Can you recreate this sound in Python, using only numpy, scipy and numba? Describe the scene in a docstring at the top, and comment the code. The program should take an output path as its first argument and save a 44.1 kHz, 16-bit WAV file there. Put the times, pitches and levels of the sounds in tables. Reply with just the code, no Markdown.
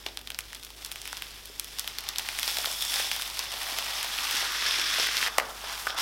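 """Peeling film off glass

Thin protective film is pulled off a glass panel on a workshop bench, a metre from a nearly mono
microphone. The glue line lets go in countless tiny ticks, creases buckle with sharp snaps, and the
slack sheet thuds and rustles. The room answers briefly over a faint hiss and mains hum."""
import sys
import numpy as np
from scipy import signal
from scipy.fft import rfft, irfft
from scipy.io import wavfile
from scipy.ndimage import uniform_filter1d
from numba import njit

SR = 44100
rng = np.random.default_rng(int(sys.argv[2]) if len(sys.argv) > 2 else 0)


def wav_record(signal):
    """Record a signal, one row per channel, as 16-bit PCM in the file named by sys.argv[1]."""
    frames = np.transpose(np.atleast_2d(signal))
    bounded = np.clip(frames, -1, 1)
    # unit amplitude maps onto the largest positive 16-bit level
    quanta = np.round(bounded * 32767).astype(np.int16)
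    wavfile.write(sys.argv[1], SR, quanta)


N = 265173

# The pull on the film, building as it peels. Each row: time in seconds, crackle level in dB,
# then the low flap, the narrow ring and the bright ticks in dB relative to that level.
PEEL = [(0, -49, -3, -7, -6), (.25, -54, -22, -12, -7), (.45, -49.5, -26, -17, -7),
        (.62, -51.5, -14, -5, -3.5), (.8, -50.5, -6, -15, -4.5), (1.1, -44, -13, -6, -6),
        (1.3, -46.5, -11, -18, -7), (1.5, -48.5, -9, -10, -4.5), (1.68, -47, -10, -7, -5.5),
        (1.8, -43.5, -13, -12, -4), (2.05, -42, -6.5, -24, -12), (2.3, -37.5, -9, -32, -7),
        (2.5, -33, -14, -6, -3.5), (2.65, -37, -7, -7, -2), (2.85, -38.5, -8, 1.5, 0),
        (2.971, -29.5, -12, -7.5, -4), (3.1, -35, -22, -4, -5), (3.3, -39, -6, -12, -4.5),
        (3.4, -36.5, -11, -22, -7.5), (3.49, -39, -7, -5, -8.5), (3.6, -34.5, -6, -18, -6.5),
        (3.8, -35, -6, -15, -7), (4.0, -33.5, -8.5, -14, -9), (4.17, -33, -4.5, -16, -7),
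        (4.38, -29, -5, -16, -8), (4.45, -29, -2.5, -23, -11), (4.53, -31.5, 0, -12, -8.5),
        (4.61, -29, -3, -17, -12), (4.7, -29, -0.5, -1.5, -9.5), (4.78, -26.5, -5, -10, -13.5),
        (4.88, -30, -0.5, -5.5, -9), (5.02, -27, -3, -14, -10), (5.1, -30, -7, -12, -12.5),
        (5.185, -29, -1.5, -29, -7.5), (5.279, -27.5, -5, -20, -9)]
# The freed sheet rustling in the hands. Each row reads as in PEEL.
FREED_SHEET = [(5.288, -40.5, 1, -17, -8), (5.34, -44, 4, -3, -6), (5.42, -43, 9, -19, -8),
               (5.54, -46, 2, -21, -3), (5.7, -36.5, -0.5, -27, -10.5), (5.8, -39.5, -0.5, -34, -1.5),
               (5.9, -42, 5, 5.5, -3.5), (5.957, -45.5, 9, -14, -16), (5.98, -29.5, -2, -8, -10),
               (6.01, -28.5, -2, -6, -5)]


def pull():
    """The crackle's four faders in dB, per sample: broad ring, flap, narrow ring and bright ticks."""
    times, db, *relative_db = np.vstack([PEEL, FREED_SHEET]).T
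    return [np.interp(np.arange(N) / SR, times, db + offset) for offset in [0] + relative_db]


def glue_crackle(edge_hz, crackle_db, flap_db, narrow_db, bright_db, ticks_a_second=11000):
    """The glue line lets go in dense ticks: few are strong, and they come in bursts that start sharply."""
    chance = rng.random((N * ticks_a_second // SR, 11)).T
    start = chance[0] * N
    slip_at, slip_size = rng.random((400, 2)).T
    bursts = 1 + fading(slip_at * N, 0.58 * slip_size ** 2, fade_s=0.013)
    size = undb(-1.7 * np.log(1 - chance[1])) * bursts[start.astype(int)]
    tick_edge_hz = edge_hz[start.astype(int)]
    narrow_hz = np.where(chance[10] < .6, 3470., 5300.)  # the ticks ring narrowly at two pitches
    bright_hz = 10500 * (540 / tick_edge_hz) ** 0.31  # a hard pull tears wider strips, with duller ticks
    # Each row: centre in Hz, pitch span as a ratio, decay in cycles, level in dB.
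    layers = [(3300, 3.6, 1.6, crackle_db - 1.5),
              (1.445 * tick_edge_hz, 3.0, 2.0, flap_db + 0.082),
              (narrow_hz, 1.12, 6.0, narrow_db + 0.13),
              (bright_hz, 2.4, 1.5, bright_db + 2.7)]
    crackle = 0
    for k, (centre_hz, span, cycles, db) in enumerate(layers):
        hz = centre_hz * span ** (chance[2 + k] - .5)
        # equal energy for slow and quick rings, either polarity
        strength = size * np.sqrt(hz) * (2 * chance[6 + k] - 1)
        crackle = crackle + level(rings(start, hz, cycles, strength), db)
    return crackle


def small_creases(crackle_db, per_second=70):
    """Rows like LOUD_SNAPS for the many small creases; a harder pull makes them louder."""
    count = N * per_second // SR
    when, accent = rng.random((count, 2)).T
    pitch, flap, bright = rng.standard_normal((count, 3)).T
    start_s = when * (N / SR - .01)
    db = crackle_db[(start_s * SR).astype(int)] + 13 + 2.5 * accent ** 2
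    hz = np.clip(3280 * 1.33 ** pitch, 900, 7000)
    return np.column_stack([start_s, db, hz, -35 + 1.5 * flap, -31 + 9.6 * bright, np.full(count, -29)])


# The loud creases. Each row: start in seconds, strength in dB, ring pitch in Hz, flap trim in dB,
# brightness trim in dB, first tick over the second in dB.
LOUD_SNAPS = [(0.0628, -11, 2800, -16.5, -30, 2), (0.0646, -11, 4300, -19, -26, 5),
              (0.0856, -21, 3610, -19, -33, 0), (0.1724, -10, 3800, -36, -28, 12),
              (0.1908, -24, 3400, -28, -14, 0), (0.2133, -24, 3530, -25, -15, 0),
              (0.273, -13.5, 3800, -29, -21, -1), (0.303, -12, 2930, -32, -17, 1.5),
              (0.3177, -19, 3900, -23, -24, -2), (0.3451, -13, 4940, -32, -36, 0),
              (0.3885, -9.5, 2440, -34, -11, -1), (0.4067, -22, 3530, -26, -16, 6),
              (0.4584, -28, 3510, -34, -20, 0), (0.5054, -42, 5270, -21, -21, 0),
              (0.5234, -24.5, 3560, -21, -27, -2), (0.5305, -22, 1890, -28, -18, 7),
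              (0.5482, -25, 3270, -33, -11.5, 7), (0.5517, -20.5, 3730, -34, -21, 6),
              (0.5624, -27, 3650, -25, -25, 0), (0.597, -26, 3900, -28, -18, 2),
              (0.628, -24, 3700, -32, -21, 0), (0.6333, -21, 5030, -33, -14, 0),
              (0.6483, -23, 4640, -35, -6, -4), (0.6665, -26, 3160, -25, -19, 0),
              (0.7034, -22, 3700, -16, -17, 2), (0.826, -27, 2670, -32, -25, -8),
              (0.8476, -11.5, 5700, -34, -16, -2), (0.861, -24, 3510, -36, -3.5, -2),
              (0.9157, -12.5, 3550, -41, -12.5, -4), (0.923, -25, 2500, -20, -7, 4),
              (0.9579, -17, 2600, -44, -17, 3), (1.017, -25.5, 3570, -32, -8, 6),
              (1.0547, -18.5, 2570, -39, -18, 6), (1.076, -18, 2600, -35, -16.5, 10),
              (1.129, -18.5, 1450, -9, -17, 10.5), (1.169, -14.5, 5030, -28, -20, 3.5),
              (1.1744, -22, 3310, -27, -9, -9), (1.2215, -12, 2870, -47, -15.5, 1.5),
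              (1.2675, -23, 3660, -29, -18, -4), (1.307, -24, 4880, -32, -17, -2),
              (1.4564, -26.5, 3080, -22, -5.5, 2), (1.5972, -13.5, 3600, -39, -9.5, 8.5),
              (1.6451, -23, 3500, -33, -9, 6), (1.7856, -9.5, 4970, -41, -19, -11),
              (1.795, -13.5, 5360, -28, -6, 3), (1.8433, -18, 3430, -17.5, -20, 0),
              (1.8761, -8.5, 3300, -32, -13.5, -3), (1.9845, -7, 4770, -31, -13.5, -10),
              (2.0073, -32, 4980, -34, -3, 6), (2.038, -25, 2220, -29, -8, -2),
              (2.0821, -19, 3280, -44, -18, 0), (2.0882, -4.5, 5400, -32, -15, -4),
              (2.1588, -10, 3630, -30, -22, 0), (2.184, -6, 5530, -41, -11, 0.5),
              (2.195, -11, 3230, -27, -18, 0), (2.2878, -8.5, 2370, -20, -23, 8),
              (2.388, -10.5, 2170, -23, -13.5, 2), (2.396, -13, 3370, -31, -16.5, 11.5),
              (2.4302, -5, 3600, -50, -16, 0), (2.4773, -2.5, 4670, -21.5, -23, -6),
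              (2.5144, -15.5, 3470, -19, -11, 0), (2.5697, -7, 3540, -23.5, -21, 5),
              (2.585, -6.5, 4680, -18.5, -15, 0), (2.6443, -15.5, 1420, -29, -19, 0),
              (2.6537, -16.5, 2130, -24, -12, 6), (2.6574, -4.5, 3770, -28, -23.5, 9),
              (2.6715, -24.5, 4020, -2.5, -18, 0), (2.727, -18, 3380, -30, -12, 4),
              (2.8078, -11, 4500, -38, -13, -3), (2.823, -9, 3340, -34, -13, 3),
              (2.8499, -14, 3500, -20, -10, 0), (2.94, -8, 3280, -34, -15, 3),
              (2.9584, -7, 5200, -18, -25, -3), (2.9985, -11.5, 4800, -13.5, -27, -2),
              (3.0444, -14, 5230, -15, -27, 0), (3.0714, -16, 5020, -14, -27, 0),
              (3.1145, -5.5, 2600, -21, -19, 2), (3.1182, -11, 5000, -34, -17, 0),
              (3.1638, -13, 3660, -19, -12.5, 3), (3.1968, -19, 1560, -25, -15, 2),
              (3.2128, -14, 3740, -31, -18, 4), (3.2211, -10.5, 3590, -33, -19, 8),
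              (3.277, -18, 4710, -17, -14, 4), (3.3, -15, 4490, -23, -18, 1),
              (3.37, -13, 4780, -30, -27, 0), (3.3913, -3, 5650, -25.5, -19, -11),
              (3.427, -16, 3540, -34, -23, -3), (3.5183, -18, 3320, -25, -15, 4),
              (3.5384, -14.5, 3440, -17, -16, 0), (3.6314, -15, 3430, -23, -13, 0),
              (3.6754, -19, 3210, -19, -15, 2), (3.7316, -18, 2500, -19, -24, 0),
              (3.7858, -6, 5000, -19, -15, -1), (3.786, -6, 3540, -24, -21, -11),
              (3.824, -13.5, 3460, -16, -21, -4), (3.8816, -29, 2090, -27, -25, 0),
              (4.029, -11.5, 2720, -33, -11, 1), (4.0454, -12, 3770, -12.5, -15, -1),
              (4.1816, -16, 3650, -28, -20, 0), (4.1862, -9.5, 2800, -33, -27, 0),
              (4.3101, -10.5, 3240, -22, -7, -9), (4.351, -10, 3180, -23, -15, -8),
              (4.4255, -21.5, 3190, -9, -28, 0), (4.6232, -11, 2130, -22, -29, 0),
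              (4.654, -13, 2850, -23, -28, -3), (4.685, -11, 2880, -21, -28, -3),
              (4.709, -5, 3180, -35, -27, 3), (4.7855, -10, 5030, -21, -22, 3),
              (4.7968, -12, 4290, -27, -20, 6), (4.8997, -15, 3250, -23, -24, 0),
              (4.9374, -14, 3530, -32, -23, 2), (4.9486, -19, 3210, -33, -23, 6),
              (4.959, -10, 1840, -41, -23, 0), (4.9844, -13.5, 3530, -11, -28, 0),
              (4.9978, -4.5, 4660, -25, -37, 0), (5.0412, -14, 3460, -40, -32, -2),
              (5.0678, -10, 1890, -23, -25, 0), (5.0704, -12.5, 2100, -25, -16, 7),
              (5.0867, -11, 1860, -25, -29, 0), (5.1502, -21, 3900, -18, -16, -3),
              (5.1684, -2, 4400, -31, -24, 0), (5.177, -7, 4920, -29, -28, 0),
              (5.205, -15, 1420, -25, -27, 0), (5.227, -4.5, 1940, -33, -33, -2),
              (5.2629, -23, 2260, -29, -18, 0), (5.2624, -8.5, 1890, -23, -28, 0),
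              (5.272, -9.5, 1820, -16, -32, 0), (5.2805, -12, 1770, -16, -30, 0),
              (5.383, -5.5, 1070, -4, -13.5, 7), (5.3839, -1, 2030, -11, -25, -6),
              (5.3934, -29, 1230, -20, -27, 0), (5.3986, -6.5, 1990, -29, -24, 2),
              (5.5114, -27, 1310, -16, -26, 0), (5.6387, -33.5, 1530, 4, -28, 3),
              (5.8687, -8, 1380, -12, -21, 4), (5.8724, -9, 1470, -22, -25, 2),
              (5.898, -16, 1470, -13, -28, 0), (5.9034, -11.5, 3350, -17.5, -27, -2),
              (5.9462, -26, 1173, -6, -13, 1), (5.9858, -18, 990, -12, -18, 5)]


def crease_snaps(crackle_db, ring_delay_s=0.001112):
    """A crease buckles: two bright ticks, a short ring, a settling rustle and, apart, a slower flap."""
    start_s, db, hz, flap_db, bright_db, first_db = np.vstack([LOUD_SNAPS, small_creases(crackle_db)]).T
    chance = rng.random((len(start_s), 4)).T
    ring_start = (start_s + ring_delay_s) * SR
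    size = np.sign(chance[0] - .5) * undb(db)
    ring_cycles = 0.72 * (3500 / hz) ** 0.7  # wide creases ring lower and longer
    ring = rings(ring_start, hz, ring_cycles, size * undb(1))
    first_hz, second_hz = 7500 * 1.7 ** chance[2:]
    tick_size = size * undb(bright_db + 16)
    first_tick = rings(start_s * SR, first_hz, cycles=.6, size=tick_size * undb(first_db))
    second_tick = rings(ring_start, second_hz, cycles=.6, size=tick_size)
    ticks = high_pass(first_tick + second_tick, np.full(N, 3000.), damping=1.0)
    noise = rng.standard_normal(N)
    rustle = fading(ring_start, undb(db - 25) * hz / 3500, fade_s=0.014) * uniform_filter1d(noise, size=5)
    fizz = fading(ring_start, undb(db + bright_db - 15.5), fade_s=0.01) * np.diff(noise, prepend=0)
    flap_hz = 850 * 1.5 ** (chance[1] - .5)
    flaps = rings(ring_start, flap_hz, cycles=1.0, size=size * undb(flap_db + 6.5))
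    # a flap moves too little air for bass
    return ring + ticks + rustle + fizz, high_pass(flaps, np.full(N, 450.), damping=1.26)


# The sheet's low edge, which rises with the pull. Each row: time in seconds, cutoff in Hz.
SHEET_EDGE = [(0, 605), (2.3, 626), (3.9, 570), (4.5, 890), (4.9, 1020), (5.2, 980), (5.3, 724), (5.8, 707),
              (6.01, 710)]


def taut_sheet(x, edge_hz, leak_db=-11.5):
    """The taut sheet radiates little below its edge; a little leaks through all the same."""
    thinned = high_pass(x, edge_hz, damping=1.85)
    return high_pass(thinned, edge_hz, damping=.77) + undb(leak_db) * x


# Soft thuds of the sheet. Each row: start in seconds, strength in dB, pitch in Hz.
THUDS = [(0.064, -37.5, 360), (1.498, -41, 440), (3.724, -40, 300), (3.775, -45, 450), (4.344, -39, 328),
         (4.789, -37, 337), (4.997, -29, 456), (5.382, -26, 600)]


def sheet_thuds():
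    """The slack sheet jerks taut: a few cycles of bass."""
    start_s, db, hz = np.transpose(THUDS)
    return rings(start_s * SR, hz, cycles=1.43, size=undb(db + 5))


def room_echo(x, bass_t60_s=0.48, send_db=-17):
    """The workshop answers with a short, dull mono tail."""
    lags = rng.integers(250, 1800, size=8)
    gains = undb(-60 * lags / SR / bass_t60_s)
    return undb(send_db) * walls(x + 1e-18, lags, gains, damping=0.78)


@njit
def walls(x, lags, gains, damping):
    """Sound bounces between walls: eight delay lines feed each other, duller on every round."""
    lines, dulled, echo = np.zeros((8, 4096)), np.zeros(8), np.zeros(len(x))
    for i in range(len(x)):
        for k in range(8):
            dulled[k] += (1 - damping) * (gains[k] * lines[k, (i - lags[k]) & 4095] - dulled[k])
            echo[i] += dulled[k]
        for k in range(8):
            lines[k, i & 4095] = x[i] + dulled[k] - echo[i] / 4
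    return echo


# The tones of the hum. Each row: pitch in Hz, rms level in dB.
HUM_TONES = [(50.0, -55.5), (100.0, -69.5), (123.0, -73.5)]


def mains_hum():
    """Low mains hum, each tone wavering slightly in level."""
    t = np.arange(N) / SR
    return sum(np.sqrt(2) * undb(db + .5 * wander(5.66)) * np.sin(2 * np.pi * hz * t)
               for hz, db in HUM_TONES)


# The tone of the hiss both capsules share. Each row: frequency in Hz, relative gain in dB.
HISS_MID_EQ = [(30, 3), (70, 3.5), (150, -2), (400, 1.5), (1000, -9.5), (4000, -15), (15000, -16)]
# The tone of the hiss that differs between them. Each row: frequency in Hz, relative gain in dB.
HISS_SIDE_EQ = [(30, -27), (110, 4), (700, -2.5), (1500, -23), (4000, -31), (7000, -20), (15000, -10)]


def hiss():
    """A faint bed of noise, a little different left and right."""
    mid = level(equalise(rng.standard_normal(N), HISS_MID_EQ), db=-56.5)
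    side = level(equalise(rng.standard_normal(N), HISS_SIDE_EQ), db=-72.5)
    return mid + side * np.array([[1], [-1]])


def undb(db):
    """Gain of a level in dB."""
    return 10 ** (np.asarray(db) / 20)


def level(x, db):
    """Scale to unit rms, then apply a gain in dB."""
    return x * undb(db) / np.sqrt(np.mean(x ** 2))


def wander(rate_hz):
    """Random levels that glide into each other; spread near 1."""
    hold = int(SR / rate_hz)
    return uniform_filter1d(np.repeat(rng.standard_normal(N // hold + 1), hold), hold)[:N]


def fading(start, size, fade_s):
    """Envelope that jumps at each start sample and dies away."""
    jumps = np.bincount(start.astype(int), size, N)[:N]
    return signal.lfilter([1], [1, -np.exp(-1 / (fade_s * SR))], jumps)


@njit
def rings(start, hz, cycles, size):
    """Damped sines, one per start sample, that lose a factor e in the given number of cycles."""
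    y = np.zeros(N)
    decay_samples = cycles * SR / hz
    for k in range(len(start)):
        pole = np.exp(2j * np.pi * hz[k] / SR - 1 / decay_samples[k])
        phasor = size[k] + 0j
        for i in range(int(start[k]), min(N, int(start[k] + 6 * decay_samples[k]))):
            y[i] += phasor.imag
            phasor *= pole
    return y


@njit
def high_pass(x, hz, damping):
    """State-variable high-pass with a cutoff for every sample."""
    y, band_state, low_state = np.empty(len(x)), 0., 0.
    for i in range(len(x)):
        g = np.tan(np.pi * hz[i] / SR)
        band = (band_state + g * (x[i] - low_state)) / (1 + g * (g + damping))
        low = low_state + g * band
        y[i] = x[i] - damping * band - low
        band_state, low_state = 2 * band - band_state, 2 * low - low_state
    return y


def equalise(x, points):
    """Causal filter through (Hz, dB) points, from the folded cepstrum of the log gain."""
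    hz, db = np.transpose(points)
    curve_db = np.interp(np.log(np.linspace(1, SR / 2, 2049)), np.log(hz), db)
    cepstrum = irfft(curve_db * np.log(10) / 20)
    cepstrum[1:2048] *= 2
    cepstrum[2049:] = 0
    impulse = irfft(np.exp(rfft(cepstrum)))[:2048]
    return signal.fftconvolve(x, impulse)[:N]


# The colour of the microphone and bench. Each row: frequency in Hz, gain in dB.
MIC_AND_BENCH_EQ = [(60, -38), (200, -4.5), (500, -2), (1000, -3), (2300, -4.5), (3000, -2), (3470, 0),
                    (4100, -2), (5300, 0.5), (6800, -5), (12500, -4), (15700, -7)]


def scene():
    """Film and room echo sit dead centre over the hum; only the hiss has width."""
    crackle_db, flap_db, narrow_db, bright_db = pull()
    edge_hz = np.interp(np.arange(N) / SR, *np.transpose(SHEET_EDGE))
    snaps, flaps = crease_snaps(crackle_db)
    crackle = glue_crackle(edge_hz, crackle_db, flap_db, narrow_db, bright_db)
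    film = taut_sheet(snaps + crackle, edge_hz) + flaps + sheet_thuds()
    return equalise(film + room_echo(film), MIC_AND_BENCH_EQ) + mains_hum() + hiss()


def record(dry):
    """The recorder cuts the top steeply above 15.9 kHz."""
    return signal.sosfilt(signal.ellip(10, .2, 70, 15900, fs=SR, output="sos"), dry)


dry = scene()
out = record(dry)
wav_record(out)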